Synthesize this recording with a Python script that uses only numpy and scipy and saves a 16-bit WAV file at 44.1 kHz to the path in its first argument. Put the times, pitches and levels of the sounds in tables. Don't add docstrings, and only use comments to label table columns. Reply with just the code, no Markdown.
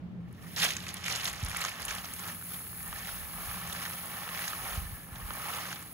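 import sys
import numpy as np
from scipy import signal
from scipy.fft import rfft, irfft, next_fast_len
from scipy.io import wavfile

SR = 44100
rng = np.random.default_rng(int(sys.argv[2]) if len(sys.argv) > 2 else 0)


def generate_wav(sig):
    pcm = np.round(np.clip(np.atleast_2d(sig).T, -1, 1) * 32767).astype(np.int16)
    wavfile.write(sys.argv[1], SR, pcm)


N = 261777

# f/Hz, density/dB per Hz
RUMBLE_SPECTRUM = [(20, -37), (45, -15.5), (80, -6), (140, -6), (250, -11.5), (440, -20.5), (1000, -29.5),
                   (3000, -40), (8000, -59), (15000, -62)]
# f/Hz, likeness/0-1
RUMBLE_LIKENESS = [(25, 0.6), (100, 0.88), (200, 0.73), (500, 0.55), (2000, 0)]
# f/Hz, width of one pass/Hz, relative level/dB
HUM_MODES = [(86.6, 18, -12), (122.8, 14, -5), (173, 25.5, 3), (215, 47, -11.5)]
# t/s, hum level/dB, rumble level/dB
DISTANT_LEVELS = [(0.0, -44, -46), (0.3, -48.5, -49), (0.6, -50, -47.5), (1.7, -58.5, -53.5),
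                  (2.1, -55.5, -50.5), (2.5, -55, -52), (3.1, -55, -53), (3.7, -51, -52), (4.3, -53.5, -52),
                  (4.9, -56.5, -53), (5.5, -55.5, -51), (5.94, -64, -52)]
# f/Hz, density/dB per Hz
SWELL_SPECTRUM = [(15, -39), (45, 11), (75, 6), (140, -51)]
# t of the top/s, level/dB
RUMBLE_SWELLS = [(.68, -69), (1.44, -46.5), (1.88, -52), (2.89, -50), (3.2, -47), (3.47, -45.5),
                 (4.78, -43), (5.26, -47)]
SWELL_RISE_DB_PER_S, SWELL_FALL_DB_PER_S = 95, 67

# f/Hz, level/dB, likeness/0-1
LEFT_PORT = [(0, -13, 1), (626, 0, 0.85), (950, -4.5, 0.73), (1720, -0.5, 1), (2300, -1, 0.52),
             (3070, -1.5, 0.56)]
# f/Hz, level/dB, likeness/0-1
LEFT_PORT_TREBLE = [(4300, -6, .45), (5600, -9, .35), (6500, -1, .85), (8500, 0, .99), (9500, 0, .88),
                    (13400, 0, .99), (14500, 0, .85), (15900, 0, .9)]
# f/Hz, lag/turns
LEFT_LAG = [(0, 0), (800, .09), (1700, .19), (3000, .22), (4400, .33), (5500, .6), (6400, 1), (8400, 1.5),
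            (13400, 2.5), (15800, 3)]

# t/s, level before shaping/dB, nominal f before the glide/Hz, length/nominal cycles
GROUND_THUDS = [(1.4283, -25, 190, 2.6), (1.482, -40, 167, 2.7), (1.502, -36, 187, 2.8),
                (1.874, -39, 101, 2.7), (2.883, -55, 110, 2.7), (3.486, -33, 110, 1.3),
                (4.7737, -25.5, 157, 1.34), (4.809, -37, 172, 2), (4.852, -37, 161, 4.3),
                (4.922, -32, 148, 2.5), (5.12, -39, 160, 4.5), (5.219, -33, 104, 2.1),
                (5.243, -35, 106, 1.4)]

# t/s, peak level/dB, ring f/Hz
STONE_CLACKS = [(0.569, -35, 2130), (0.5823, -26, 2070), (0.6006, -17, 3810), (0.6219, -15, 3230),
                (0.6327, -14, 3140), (0.65, -23, 3680), (0.6632, -21, 2860), (0.6888, -20, 3060),
                (0.706, -16, 2990), (0.7212, -22, 2930), (0.767, -23.5, 2120), (0.804, -28, 3240),
                (0.8373, -36, 3620), (0.8672, -25.5, 1960), (0.89, -22.5, 3560), (0.943, -33, 1980),
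                (1.0421, -24, 2300), (1.0614, -21, 2390), (1.0816, -19, 1900), (1.1, -24, 2330),
                (1.1276, -32, 3230), (1.1528, -26, 3040), (1.1647, -32, 1790), (1.179, -29, 3100),
                (1.2077, -33, 1400), (1.2548, -14, 3770), (1.2669, -28, 1690), (1.2798, -31, 1360),
                (1.2973, -33, 2170), (1.3361, -28, 1770), (1.3968, -40, 1210), (1.4364, -40, 1470),
                (1.4832, -30, 1150), (1.514, -26.5, 1980), (1.5305, -28, 1130), (1.547, -23.5, 1230),
                (1.5642, -21, 1980), (1.5826, -32, 1130), (1.6, -41, 1310), (1.6404, -25, 1280),
                (1.6492, -22.5, 1160), (1.66, -31, 2220), (1.6844, -24, 2130), (1.717, -27, 2130),
                (1.7399, -36, 2150), (1.9098, -22.5, 1780), (1.9947, -54, 1260), (2.045, -29.5, 1190),
                (2.0548, -62, 1640), (2.0875, -34, 1760), (2.2361, -39, 1770), (2.2835, -33, 3250),
                (2.413, -36, 1290), (2.4248, -35, 1380), (2.468, -41, 1680), (2.668, -41, 1120),
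                (2.73, -39.5, 1210), (2.783, -36, 1730), (2.8052, -37, 1770), (2.9282, -27.5, 1100),
                (2.986, -40, 1400), (3.0905, -28, 1310), (3.252, -36, 1850), (3.3838, -32, 920),
                (3.5135, -30, 1170), (3.5436, -30, 1100), (3.573, -35, 1080), (3.6154, -32, 1230),
                (3.685, -37, 1870), (3.6995, -34, 1180), (3.7264, -24, 3290), (3.75, -28, 1260),
                (3.7636, -30, 1810), (3.7852, -40, 1810), (3.8194, -40, 2020), (3.853, -24.5, 1960),
                (3.8613, -27, 1430), (3.8997, -33, 1660), (4.141, -32, 1230), (4.2228, -32, 1300),
                (4.278, -29, 1260), (4.2899, -25, 1460), (4.3482, -26, 1900), (4.375, -27, 1730),
                (4.3917, -27, 1820), (4.4203, -31, 1890), (4.4784, -24, 1560), (4.5327, -26, 1380),
                (4.6322, -34, 2930), (4.738, -33, 1270), (5.158, -33, 3250), (5.3064, -24, 1170),
                (5.3754, -41, 1540), (5.488, -43, 1130), (5.568, -34, 1200), (5.586, -26.5, 1100),
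                (5.655, -28.5, 1420), (5.7158, -31, 1430), (5.7284, -26.5, 1390), (5.827, -39, 1280)]
CLACK_T60_S, CLACK_BLOW, CLACK_CRACK_DB = 0.022, 12, -3
SPRAY_DB, SPRAY_HZ, SPRAY_T60_S = -16, 6500, 0.054
# t/s, peak level/dB, centre f/Hz
PEBBLE_TICKS = [(0.327, -41.5, 10400), (0.5627, -22.5, 4730), (0.5755, -30, 5860), (0.5838, -19, 5230),
                (0.5912, -21, 5140), (0.6015, -25, 5500), (0.6195, -14.5, 4460), (0.6327, -21, 5660),
                (0.6492, -22, 4540), (0.6986, -28, 4600), (0.71, -24, 5400), (0.7357, -23, 4730),
                (0.767, -19, 5660), (0.8657, -34, 4780), (0.8828, -26, 5740), (0.8885, -28, 5400),
                (0.9418, -19.5, 10680), (0.9696, -39, 5730), (1.0414, -23.5, 5100), (1.0622, -30, 5450),
                (1.0816, -23.5, 4750), (1.1001, -22, 5840), (1.1242, -16.5, 4740), (1.151, -31, 5120),
                (1.1596, -21, 6600), (1.2082, -28, 4670), (1.2215, -37, 5680), (1.2447, -20, 9200),
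                (1.255, -19, 4660), (1.2668, -24, 6030), (1.2793, -21, 4870), (1.2869, -23, 5960),
                (1.2971, -25, 7080), (1.3303, -27, 9200), (1.3554, -50, 9630), (1.3736, -42, 8600),
                (1.3996, -32, 9840), (1.4054, -30, 5600), (1.4287, -27, 9500), (1.4364, -27.5, 4590),
                (1.4481, -25, 9600), (1.463, -25, 5100), (1.4856, -25, 9520), (1.497, -27, 9750),
                (1.5052, -24, 10200), (1.516, -30, 10030), (1.5256, -33, 9820), (1.5694, -16.5, 9400),
                (1.5829, -40, 5040), (1.5952, -36, 8610), (1.6093, -22, 8400), (1.6403, -23, 5470),
                (1.65, -19, 4750), (1.6824, -31, 5560), (1.693, -25, 8600), (1.802, -31, 10440),
                (1.8206, -24, 8800), (1.8287, -25.5, 5060), (1.8433, -32, 5880), (1.8518, -21, 9900),
                (1.8588, -25, 9280), (1.9073, -22.5, 5300), (1.9507, -25, 9020), (2.0456, -31.5, 4480),
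                (2.0549, -29, 4820), (2.1365, -23.5, 8400), (2.1942, -24.5, 6900), (2.2773, -25.5, 8150),
                (2.3197, -31, 9100), (2.441, -31, 9170), (2.5375, -26, 13700), (2.677, -28, 11650),
                (2.8288, -25, 10500), (2.8775, -27, 10300), (2.962, -26, 13300), (3.6739, -26.5, 7400),
                (3.7287, -23, 8800), (3.8194, -29, 8800), (3.897, -22.5, 13570), (4.0576, -24, 11220),
                (4.48, -22.5, 5560), (5.3357, -26, 9700), (5.5691, -29.5, 9390), (5.5848, -29, 10680),
                (5.6136, -31, 8700), (5.728, -28.5, 5240), (5.8257, -32, 7200), (5.8782, -34, 13500)]
TICK_T60_S, TICK_BLOW, TICK_CYCLES = 0.015, 5, 1.96

# t/s, wall drumming level in .6-1.6 kHz/dB,
# stone clatter level in 2.2-5 kHz/dB, falling grit level in 9.5-12.5 kHz/dB
STEADY_FLOW = [(0.2, -70, -103, -94), (0.35, -70, -71.5, -78), (0.45, -58, -64.5, -60.5),
               (0.54, -66, -57.5, -54.5), (0.9, -55, -53, -67), (1.4, -51.5, -52.5, -61),
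               (1.8, -50, -53, -57), (2.13, -56, -56, -50), (2.4, -71, -75, -49.5), (2.52, -54, -55.5, -45),
               (2.69, -62, -66, -48.5), (2.86, -53.5, -62.5, -47), (3.0, -50.5, -52, -50),
               (3.14, -53, -53, -45.5), (3.27, -53, -59, -48), (3.54, -48, -53.5, -45),
               (3.66, -49, -52.5, -49.5), (3.8, -47.5, -49.5, -47), (4.0, -51.5, -56, -47),
               (4.15, -47, -54, -47.5), (4.3, -48.5, -52.5, -49.5), (4.41, -45.5, -47.5, -44.5),
               (4.46, -47.5, -47.5, -45.5), (4.59, -48, -52.5, -46), (4.68, -44, -51, -45),
               (4.76, -48, -51, -47), (4.84, -53, -58, -50), (4.96, -57.5, -63, -52),
               (5.11, -58.5, -68, -55.5), (5.17, -51.5, -58.5, -53), (5.3, -50.5, -61.5, -49.5),
               (5.49, -42.5, -47.5, -45.5), (5.74, -50.5, -51.5, -52), (5.94, -63.5, -71, -52.5)]
# t of the start/s, build-up/s, dying away/dB per s,
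# drumming top level/dB, clatter top level/dB, grit top level/dB
LOAD_SLIPS = [(0.565, 0.075, 138, -42.5, -34, -46.5), (0.68, 0.015, 154, -51, -59, -65),
              (1.051, 0.065, 56, -46.5, -39.5, -67), (1.22, 0.059, 302, -47, -45.5, -51),
              (1.335, 0.0072, 146, -68, -71, -71), (1.539, 0.13, 202, -44, -43, -53),
              (1.869, 0.082, 159, -46.5, -47, -55), (2.184, 0.1, 125, -47.5, -51, -51)]
SLIP_RISE_S, SLIP_START_DB = 0.0024, -6.5
TIPPED_S, SETTLE_S, SETTLED_SHARE = 2.3, 0.3, 0.63
# f/Hz, width/Hz, relative gain/dB
WALL_MODES = [(636, 790, -12), (814, 97, -4.5), (1100, 104, -3), (1275, 115, -1.5), (2273, 180, -8),
              (2860, 100, -11)]
# t/s, f/Hz, relative gain/dB
HOLLOW_NOTE = [(0, 1760, -3), (0.6, 1850, 2), (1.3, 1920, -13), (1.7, 1810, -1.5), (2.4, 1715, -4.5),
               (3.1, 1790, 0), (3.45, 1700, -6), (3.8, 1830, -2.5), (4.1, 1790, -4.5), (4.35, 1810, -2),
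               (4.65, 1810, -6), (5.0, 1720, 0), (5.45, 1780, -6.5), (5.94, 1780, -7)]
HOLLOW_WIDTH_HZ = 207
# f/Hz, relative gain/dB
CLATTER_TONE = [(500, 2.5), (1000, -7.5), (1800, 3.5), (2400, 1.5), (3100, 3), (3500, 2.5), (4100, 0.5),
                (5000, -0.5), (5700, 0), (6600, -5.5), (9500, -8.5), (13500, -8), (16000, -15)]
# f/Hz, relative gain/dB
GRIT_TONE = [(2000, 19), (5000, -4.5), (7000, -5.5), (9500, 7), (12000, 8.5), (14000, 5.5), (16000, 7)]

EDGE_HZ = 15740


def gain_of(db):
    return 10 ** (np.asarray(db) / 20)


def evened(x):
    return x / np.sqrt(np.mean(x ** 2) + 1e-20)


def add(mix, s, sound):
    part = mix[round(s * SR):][:len(sound)]
    part += sound[:len(part)]


def read(points, hz):
    f, value = np.transpose(points)
    return np.interp(np.log(hz + 1), np.log(f + 1), value)


def filtered(x, response):
    size = next_fast_len(N + 4096)
    hz = np.fft.rfftfreq(size, 1 / SR)
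    return irfft(rfft(x, size) * response(hz), size)[..., :N]


def coloured(x, points):
    return evened(filtered(x, lambda hz: gain_of(read(points, hz))))


def ringing(x, hz, width):
    r = np.exp(-np.pi * width / SR)
    return signal.lfilter([1 - r, 0, r - 1], [1, -2 * r * np.cos(2 * np.pi * hz / SR), r * r], x)


def ports(x):
    f, db, same = np.transpose(LEFT_PORT + LEFT_PORT_TREBLE)
    same = np.clip(same, 0, 1)
    frames = signal.stft(x, nperseg=256)[2]
    frames = frames * np.exp(2j * np.pi * rng.random(frames.shape))
    scattered = signal.istft(frames, nperseg=256)[1][:N]
    scattered = np.roll(scattered, 100)
    scattered *= np.std(x) / np.std(scattered)

    def lagging(hz):
        turns = np.interp(hz, *np.transpose(LEFT_LAG))
        return np.interp(hz, f, same) * np.exp(-2j * np.pi * turns)

    direct = filtered(x, lagging)
    diffuse = filtered(scattered, lambda hz: np.sqrt(1 - np.interp(hz, f, same) ** 2))
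    left = filtered(direct + diffuse, lambda hz: gain_of(np.interp(hz, f, db)))
    return np.array([left, x])


def placed(x, lo_hz, hi_hz):
    pair = ports(x)
    return pair / np.std(filtered(pair.mean(0), lambda hz: (hz > lo_hz) & (hz < hi_hz)))


def distant_air():
    right, other = rng.standard_normal((2, N))
    left = filtered(right, lambda hz: np.clip(read(RUMBLE_LIKENESS, hz), 0, 1))
    left += filtered(other, lambda hz: np.sqrt(1 - np.clip(read(RUMBLE_LIKENESS, hz), 0, 1) ** 2))
    return np.array([left, right])


def machine_hum(air):
    return evened(sum(gain_of(db) * evened(ringing(ringing(air, hz, width), hz, width))
                      for hz, width, db in HUM_MODES))


def ground_swells(shared):
    t = np.arange(N) / SR
    swells = [db + np.minimum(SWELL_RISE_DB_PER_S * (t - top), SWELL_FALL_DB_PER_S * (top - t))
              for top, db in RUMBLE_SWELLS]
    noise = rng.standard_normal((2, N)) + 0.49 * shared
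    return gain_of(np.max(swells, 0)) * coloured(noise, SWELL_SPECTRUM)


def yard():
    air = distant_air()
    s, *levels = np.transpose(DISTANT_LEVELS)
    hum_db, rumble_db = (np.interp(np.arange(N) / SR, s, db) for db in levels)
    rumble = gain_of(rumble_db) * coloured(air, RUMBLE_SPECTRUM)
    return rumble + gain_of(hum_db) * machine_hum(air) + ground_swells(air[1])


def thuds():
    out = np.zeros(N)
    for s, db, hz, cycles in GROUND_THUDS:
        turns = np.arange(int(SR * 3 * cycles / hz)) * hz / SR
        shape = np.minimum(turns / 0.81, 1) * np.exp(-1.6 * (turns / cycles / 2.7) ** 1.65)
        falling = np.sin(2 * np.pi * np.log(1 + 0.46 * turns) / 0.503)
        add(out, s, gain_of(db) * shape * falling)
    return filtered(out, lambda hz: hz ** 2 / (hz ** 2 + 34.0 ** 2))


def strike(db, hz, t60, cycles, blow):
    t = np.arange(1500) / SR
    chatter = rng.standard_normal(len(t)) * gain_of(-60 * t / max(t60, .001))
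    ring = ringing(ringing(chatter + blow * (t == 0), hz, hz / cycles), hz, hz)
    return gain_of(db) * ring / abs(ring).max()


def clacks():
    out = np.zeros(N)
    for s, db, hz in STONE_CLACKS:
        add(out, s, strike(db, hz, CLACK_T60_S, 2.06, CLACK_BLOW))
        add(out, s, strike(db + CLACK_CRACK_DB, 1.77 * hz, CLACK_T60_S, 0.85, 18.0))
        add(out, s, strike(db + SPRAY_DB, SPRAY_HZ, SPRAY_T60_S, 0.27, 0))
    for s, db, hz in PEBBLE_TICKS:
        add(out, s, strike(db, hz, TICK_T60_S, TICK_CYCLES, TICK_BLOW))
    return out


def flows():
    t = np.arange(N) / SR
    s, *levels = np.transpose(STEADY_FLOW)
    power = np.array([gain_of(np.interp(t, s, db, left=-100)) ** 2 for db in levels])
    for start, build, fall_db, *tops in LOAD_SLIPS:
        u = t - start
        shape_db = np.minimum(SLIP_START_DB * (1 - u / build), -fall_db * (u - build))
        onset = np.clip(u / SLIP_RISE_S, 0, 1)
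        power += (onset * gain_of(shape_db + np.array(tops)[:, None])) ** 2
    return np.sqrt(power)


def clumped(clump_s):
    starts = rng.exponential(1, N) * (rng.random(N) < 1.0 / (clump_s * SR))
    return np.minimum(signal.lfilter([1], [1, -np.exp(-1 / (clump_s * SR))], starts), 4)


def impacts(per_s, spread_db, clumps_db):
    size = gain_of(spread_db * np.minimum(rng.exponential(1, N), 5)) * rng.choice([-1., 1.], N)
    return size * (rng.random(N) < per_s / SR) * gain_of(clumps_db)


def drifting(x, hz, width):
    turn, r = np.exp(2j * np.pi * np.cumsum(hz) / SR), np.exp(-np.pi * width / SR)
    low = signal.lfilter([1 - r], [1, -r], x / turn)
    low = signal.lfilter([1 - r], [1, -r], low)
    return 2 * (turn * low).real


def bucket_wall(blows):
    patch = rng.integers(0, len(WALL_MODES) + 1, N)
    wall = sum(gain_of(db) * ringing(blows * (patch == k), hz, width)
               for k, (hz, width, db) in enumerate(WALL_MODES))
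    s, *note = np.transpose(HOLLOW_NOTE)
    hollow_hz, hollow_db = (np.interp(np.arange(N) / SR, s, column) for column in note)
    hollow = drifting(blows * (patch == len(WALL_MODES)), hollow_hz, HOLLOW_WIDTH_HZ)
    return wall + gain_of(hollow_db) * hollow


def chips(hits, lo_hz, hi_hz, cycles, count):
    which, out = rng.integers(0, count, N), np.zeros(N)
    for k, hz in enumerate(np.geomspace(lo_hz, min(hi_hz, 18000), count)):
        out += evened(ringing(hits * (which == k), hz, hz / cycles)) * np.sqrt(hz)
    return out


def pour():
    drumming, clatter, hiss = flows()
    clumps = clumped(clump_s=0.012)
    clumps = clumps * np.interp(np.arange(N) / SR, [TIPPED_S, TIPPED_S + SETTLE_S], [1, SETTLED_SHARE])
    wall = bucket_wall(impacts(per_s=2000, spread_db=0.3, clumps_db=1.0 * clumps))
    stone_hits = impacts(per_s=3800, spread_db=0.7, clumps_db=2.1 * clumps)
    stones = chips(stone_hits, 706, 14600, cycles=4.9, count=36)
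    grit_hits = impacts(per_s=12000, spread_db=2.0, clumps_db=0.94 * clumps)
    grit = chips(grit_hits, 4330, 19800, cycles=8.9, count=12)
    wall = drumming * placed(wall, 600, 1600)
    stones = clatter * placed(coloured(stones, CLATTER_TONE), 2200, 5000)
    grit = hiss * placed(coloured(grit, GRIT_TONE), 9500, 12500)
    return wall + stones + grit


def scene():
    thud_pair = thuds() * gain_of([[-.5], [.5]])
    return yard() + thud_pair + ports(clacks()) + pour()


def record(dry):
    low_pass = signal.firwin(1023, EDGE_HZ, window=("kaiser", 9), fs=SR)
    return signal.oaconvolve(dry, low_pass[None], "same")


dry = scene()
out = record(dry)
generate_wav(out)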